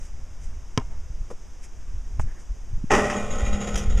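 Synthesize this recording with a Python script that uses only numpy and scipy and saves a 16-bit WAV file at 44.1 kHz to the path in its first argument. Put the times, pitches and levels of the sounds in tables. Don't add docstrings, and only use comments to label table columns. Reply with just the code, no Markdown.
import sys
import numpy as np
from scipy import signal
from scipy.fft import rfft, irfft, next_fast_len
from scipy.io import wavfile
from scipy.ndimage import map_coordinates

SR = 44100
rng = np.random.default_rng(int(sys.argv[2]) if len(sys.argv) > 2 else 0)


def int16_out(signal):
    q = np.round(np.clip(np.atleast_2d(signal).T, -1, 1) * 32767)
    wavfile.write(sys.argv[1], SR, q.astype(np.int16))


N = 176400
TIME = np.arange(N) / SR


def amp(db):
    return 10 ** (np.asarray(db) / 20)


def unit(x):
    return x / np.sqrt(np.mean(x ** 2) + 1e-20)


def along(points, hz):
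    f, v = np.transpose(points)
    return np.interp(np.log(hz + 1), np.log(f + 1), v)


def since(s):
    return np.maximum(TIME - s, 0)


def wobble(rate):
    return map_coordinates(rng.standard_normal(N // 20), [np.arange(N) * rate / SR + 2], order=3)


def filtered(x, response):
    size = next_fast_len(N + 8192)
    return irfft(rfft(x, size) * response(np.fft.rfftfreq(size, 1 / SR)), size)[..., :N]


def noise(spectrum, shape=lambda hz: 1):
    return unit(filtered(rng.standard_normal(N), lambda hz: amp(along(spectrum, hz)) * shape(hz)))


def swells(table):
    return sum(amp(db) * np.exp(-.5 * ((TIME - s) / width) ** 2) for s, db, width in table)


def strike(s, rise, t60):
    t = since(s)
    return (1 - np.exp(-t / rise)) * np.exp(-np.log(1000) * t / t60)


def fading(s, spectrum, t60s, rise):
    dense, out = noise(spectrum), np.zeros(N)
    centres, times = np.transpose(t60s)
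    for weights, t60 in zip(np.eye(len(times)), times):
        band = filtered(dense, lambda hz: along(np.c_[centres, weights], hz))
        out += band * strike(s, rise, t60)
    return out


def click(s, spectrum):
    size = 2048
    cepstrum = irfft(np.log(amp(along(spectrum, np.fft.rfftfreq(size, 1 / SR)))))
    cepstrum[1:size // 2] *= 2
    cepstrum[size // 2 + 1:] = 0
    pulse = irfft(np.exp(rfft(cepstrum)))
    return np.roll(np.pad(pulse / np.abs(pulse).max(), (0, N - size)), round(s * SR))


def impulses(per_s, spread_db):
    sizes = rng.choice([-1, 1], N) * amp(spread_db * rng.standard_normal(N))
    return sizes * (rng.random(N) < per_s / SR)


# (t/s, relative level/dB)
WIND_STRENGTH = [(0.0, -27), (0.03, -28.5), (0.75, -26.5), (0.78, -41), (0.81, -24.5), (1.22, -27),
                 (1.46, -33.5), (1.97, -24.5), (2.04, -33.5), (2.21, -16.5), (2.37, -34), (2.51, -22),
                 (2.55, -28.5), (2.93, -18), (3.04, -29), (3.55, -19.5), (3.59, -36.5), (4.0, -11.5)]
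# (f/Hz, level/dB)
BUFFET_SPECTRUM = [(10, 10.5), (35, 2), (80, -9.5), (130, -24), (200, -27.5), (400, -45), (1200, -94)]
# (t/s, level/dB, centre f/Hz)
WIND_PUFFS = [(0.149, -29, 57.6), (0.577, -29, 50.4), (1.102, -26.5, 74), (1.212, -28, 70),
              (1.951, -26.5, 53), (2.197, -16.5, 75), (2.244, -22.5, 70), (2.512, -18.5, 37),
              (2.737, -20.5, 77), (2.781, -28.5, 110.3), (2.843, -18, 162), (2.934, -38, 34),
              (3.434, -16.5, 52.5), (3.533, -16.5, 41.3), (3.75, -20, 45), (3.881, -15.5, 59.4)]

def wind():
    gust_db = np.interp(TIME, *np.transpose(WIND_STRENGTH)) + 1.84 * wobble(8.3) - 3.0
    out = amp(gust_db) * noise(BUFFET_SPECTRUM)
    for s, db, hz in WIND_PUFFS:
        u = (np.pi * hz * (TIME - s)) ** 2
        out += amp(db) * (1 - 2 * u) * np.exp(-u)
    return out


# (f/Hz, level/dB)
AIR_SPECTRUM = [(100, -81), (400, -86), (1000, -90), (2000, -94.5), (3500, -99), (5000, -93.5), (6200, -90),
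                (8000, -102), (10000, -111), (15000, -119)]

def air():
    return amp(-53.5) * noise(AIR_SPECTRUM)


# (t/s, level/dB, width/s)
SHOE_SCUFFS = [(.04, -53, 0.036), (.44, -55.5, 0.026), (1.645, -48, 0.013), (2.215, -48.5, 0.011),
               (2.41, -56.5, 0.017)]
# (f/Hz, level/dB)
GRIT_SPECTRUM = [(300, -38), (2000, -5.5), (3500, -14), (6300, -0.5), (9000, -11.5), (12000, -24.5),
                 (15000, -38)]

def shoes():
    return swells(SHOE_SCUFFS) * amp(1.3 * wobble(300)) * noise(GRIT_SPECTRUM)


# (f/Hz, level/dB)
SMACK_SPECTRUM = [(100, 2), (400, -3), (750, -3), (1200, 5), (1900, -6.5), (3500, -3), (5500, -2),
                  (8000, -22.5), (11000, -36), (15000, -47)]
SLAP_SPECTRUM = [(100, 2.5), (400, -7.5), (1100, -10), (1800, -8.5), (3500, -10), (5700, -9), (8000, -20),
                 (11000, -38), (15000, -44)]
ECHO_SPECTRUM = [(150, -6), (450, -1), (1000, -5), (1600, -15), (4000, -25), (12000, -50)]
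# (f/Hz, T60/s)
SLAP_DECAY = [(200, 0.065), (1000, 0.056), (2500, 0.022), (8000, 0.02)]
# (f/Hz, level/dB, T60/s)
SKIN_MODES = [(116, -9.5, 0.051), (171, -17, 0.028), (240, -16, 0.061), (415, -20.5, 0.056)]
CAVITY_MODES = [(951, -32, 0.13), (1044, -22, 0.064), (1280, -26, 0.035), (1700, -65, .2),
                (2140, -59, 0.78), (2276, -35, 0.063), (2820, -51, 0.18)]
# (t/s, level/dB, width/s)
DISTANT_ECHOES = [(.816, -41.5, .005), (.925, -53.5, 0.022)]

def dribble(s=0.7763, smack_db=-3, slap_db=-19, echo_delay_s=0.0214):
    t = since(s)
    smack = amp(smack_db) * click(s, SMACK_SPECTRUM)
    slap = amp(slap_db) * fading(s, SLAP_SPECTRUM, SLAP_DECAY, rise=0.00027)
    thump = sum(amp(db) * strike(s, 0.00066, t60) * np.cos(2 * np.pi * hz * t)
                for hz, db, t60 in SKIN_MODES)
    ring = sum(amp(db) * strike(s, 0.00077, t60) * np.sin(2 * np.pi * hz * t)
               for hz, db, t60 in CAVITY_MODES)
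    near_echo = amp(slap_db - 17.5) * fading(s + echo_delay_s, SLAP_SPECTRUM, SLAP_DECAY, rise=0.001)
    far_echoes = swells(DISTANT_ECHOES) * noise(ECHO_SPECTRUM)
    return smack + slap + thump + ring + near_echo + far_echoes


# (t/s, level/dB, T60/s, cutoff f/Hz)
CATCHES = [(1.303, -33, 0.052, 1320), (1.309, -44, 0.032, 1400), (1.3123, -34, 0.072, 1000)]
# (t/s, peak level/dB)
HAND_PATS = [(2.1972, -16), (2.202, -19.5)]
# (f/Hz, level/dB)
PALM_SPECTRUM = [(100, -7), (450, 8.5), (750, -6.5), (1200, 1), (3000, -5), (6500, 3), (15000, -29)]
PAT_SPECTRUM = [(100, 7), (400, -4), (900, 3.5), (1500, -6), (2400, -14), (4000, -31), (7000, -22),
                (10000, -34), (15000, -54)]

def hands(crack_db=-19):
    catch = np.zeros(N)
    for s, db, t60, cutoff in CATCHES:
        palm = noise(PALM_SPECTRUM, lambda hz: 1 / (1 + (hz / cutoff) ** 6) + amp(crack_db))
        catch += amp(db) * strike(s, 0.00012, t60) * palm
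    return catch + sum(amp(db) * click(s, PAT_SPECTRUM) for s, db in HAND_PATS)


# (t/s, level/dB, width/s)
THROW_RUSTLES = [(2.3, -51.5, 0.022), (2.38, -54.5, 0.021)]
# (f/Hz, level/dB)
CLOTH_SPECTRUM = [(300, 4), (1200, -11), (1800, 2.5), (2600, -20), (6000, -22), (12000, -38)]

def clothes():
    return swells(THROW_RUSTLES) * noise(CLOTH_SPECTRUM)


# (t/s, level/dB, T60/s, tilt/(dB per octave))
BOARD_BLOWS = [(2.9062, -9.5, 0.13, -7), (2.916, -19.5, 0.11, 3.5), (2.936, -16.5, 0.27, -2),
               (2.95, -15.5, 0.061, -1), (2.978, -19, 0.2, -3), (3.041, -23.5, 0.3, -4),
               (3.099, -24, 0.28, -1.5), (3.151, -32.5, 0.48, -6.5)]
# (f/Hz, level/dB)
CRASH_SPECTRUM = [(80, -3), (170, -9), (310, -5.5), (420, 3.5), (490, -20), (580, 4.5), (680, -7), (790, 2),
                  (930, -6.5), (1100, -1), (1480, -5), (1650, -10), (1900, 6), (2150, -9), (2500, -4.5),
                  (3600, -16), (6500, -13), (9000, -28), (15000, -55)]
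HIT_S = BOARD_BLOWS[0][0]

def backboard(graze_lead_s=0.0059):
    crash = np.zeros(N)
    for s, db, t60, tilt in BOARD_BLOWS:
        blow = noise(CRASH_SPECTRUM, lambda hz: amp(tilt * np.log2(np.clip(hz, 400, 2500) / 1000)))
        crash += amp(db) * strike(s, 0.00016, t60) * blow
    graze = amp(-24) * strike(HIT_S - graze_lead_s, 0.0055, 0.066) * noise(CRASH_SPECTRUM)
    return graze + crash


def modes(table, rise, waver_db, drift_rad, rate):
    t, out = since(HIT_S), np.zeros(N)
    for hz, db, t60 in table:
        envelope = amp(db + waver_db * wobble(rate)) * strike(HIT_S, rise, t60)
        phase = 2 * np.pi * (hz * t + rng.random()) + drift_rad * wobble(rate)
        out += envelope * np.sin(phase)
    return out


# (f/Hz, relative level/dB, T60/s)
POLE_MODES = [(204.4, -18.5, 7.6), (241.8, -22, 2.75), (292, -30, 1.8), (418.7, -21.5, 2.4),
              (442.3, -29.5, 8.4), (481, -27.5, 12), (542, -26.5, 5.4), (595, -15.5, 2.1),
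              (715, -32.5, 6.5), (800, -23.5, 2.3), (822, -43, 7.5)]
BOARD_MODES = [(1060, -29.5, 4.2), (1050, -21, 0.67), (1192, -31.5, 1.3), (1290, -30.5, 3.8),
               (1497, -32, 3.1), (1438, -25, 0.75), (1840, -25, 0.78), (1820, -42, 1.254),
               (1904, -18, 0.98), (2010, -39, 1.2), (1957, -37.5, 6.1), (2428, -31.5, 3.1),
               (2655, -49, 2.8)]
# (f/Hz, T60/s)
FRAME_SPECTRUM = [(100, 6), (170, 3), (330, -9.5), (600, 2), (820, 8.5), (950, -4.5), (1300, 8),
                  (1650, -15.5), (1900, 6.5), (2150, -8.5), (2450, -5), (3500, -12.5), (6500, -10),
                  (9000, -19.5), (15000, -43.5)]
FRAME_DECAY = [(200, 10.5), (1000, 2.24), (2500, 2.85), (6500, 1.8), (12000, 1.9)]
# (t/s, relative level/dB, rim resonance gain/dB)
RIM_SWINGS = [(2.934, -52, -17), (3.159, -40, 7), (3.235, -64, -4), (3.305, -39, 9.5), (3.383, -38.5, -1),
              (3.45, -41.5, 7.5), (3.526, -39.5, 5), (3.603, -37, 6.5), (3.671, -38.5, 2), (3.738, -38, -5),
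              (3.82, -46, 5), (3.896, -44.5, 7), (3.971, -40, -13)]

def frame_ring(rise=0.007, settle_db=11, settle_s=0.27, feed_db=17.5):
    frame = amp(-17.5) * fading(HIT_S, FRAME_SPECTRUM, FRAME_DECAY, rise)
    pole = modes(POLE_MODES, rise, waver_db=3, drift_rad=0.31, rate=11)
    board = modes(BOARD_MODES, rise, waver_db=5, drift_rad=0.53, rate=24)
    settle = amp(-settle_db * (1.5 - np.exp(-since(HIT_S) / settle_s)))
    feed = sum(amp(db + feed_db) * strike(s, rise=0.03, t60=1) for s, db, _ in RIM_SWINGS)
    return (frame + pole + board) * (settle + feed)


# (f/Hz, level/dB)
TICK_SPECTRUM = [(400, -21), (1900, -14), (3200, 14), (5000, -12), (6800, 9), (9000, -5), (12000, -23),
                 (15000, -30)]

def metal_chatter():
    ticks = impulses(per_s=270, spread_db=1.6)
    ring = noise(TICK_SPECTRUM) * strike(0, rise=0.0001, t60=0.03)
    chatter = unit(signal.fftconvolve(ticks, ring)[:N])
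    return amp(-44.5) * strike(HIT_S, rise=0.011, t60=4.4) * chatter


# (f/Hz, level/dB)
RIM_SPECTRUM = [(200, 21), (550, 10), (1000, -1), (1350, 7.5), (1650, -2.5), (1950, 8), (2200, 1.5),
                (2650, 0), (3800, 0), (5500, -4), (6400, -3.5), (6850, 2), (7600, -8.5), (10000, -15.5),
                (15000, -43)]
# (f/Hz, half width/Hz, relative level/dB)
RIM_RESONANCES = [(6570, 30, -11.5), (6670, 40.4, -12.5), (7140, 41, -14), (2750, 14, -32), (3840, 12, -12)]

def rim_rattle():
    swings = sum(amp(db) * strike(s, rise=0.001, t60=0.45) for s, db, _ in RIM_SWINGS)
    taps = unit(impulses(per_s=800, spread_db=1.25))
    ring = noise(RIM_SPECTRUM) * strike(0, rise=0.0001, t60=0.026)
    buzz = amp(6.5) * signal.fftconvolve(swings * taps, ring / np.linalg.norm(ring))[:N]
    singing = sum(amp(db + gain_db) * strike(s, rise=0.0017, t60=0.27) for s, db, gain_db in RIM_SWINGS)
    whine = np.zeros(N)
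    for hz, width, db in RIM_RESONANCES:
        band = filtered(rng.standard_normal(N), lambda f: 1 / (1 + ((f - hz) / width) ** 2))
        whine += amp(db) * singing * unit(band)
    return buzz + whine


# (t/s, level/dB, T60/s)
RIM_CLINKS = [(3.757, -25.5, 0.054), (3.775, -30.5, 0.12), (3.785, -45.5, 0.28)]
# (f/Hz, level/dB)
CLINK_SPECTRUM = [(300, -0.5), (2000, -5), (3000, 3.5), (4500, -3.5), (6000, 7.5), (7500, -3),
                  (10500, -12.5), (15000, -29)]

def rim_clinks():
    envelope = sum(amp(db) * strike(s, 0.00026, t60) for s, db, t60 in RIM_CLINKS)
    return envelope * noise(CLINK_SPECTRUM)


# (f/Hz, level/dB)
SIDE_SPECTRUM = [(30, 36), (100, -15.5), (400, -22.5), (2000, -38.5), (4000, -39), (6000, -37),
                 (13000, -29.5)]

def scene():
    player = shoes() + dribble() + hands() + clothes()
    hoop = backboard() + frame_ring() + metal_chatter() + rim_rattle() + rim_clinks()
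    mid = wind() + air() + player + hoop
    side = amp(-50) * noise(SIDE_SPECTRUM) + amp(-59.5) * np.imag(signal.hilbert(mid))
    return np.array([mid + side, mid - side])


def record(dry, notch_hz=4230, notch_width_hz=1400, top_hz=15200):
    def response(hz):
        detuning = notch_hz ** 2 - hz ** 2
        port = detuning / (detuning + 1j * hz * notch_width_hz)
        return port / np.sqrt(1 + (hz / top_hz) ** 80)
    return filtered(dry, response)


dry = scene()
out = record(dry)
int16_out(out)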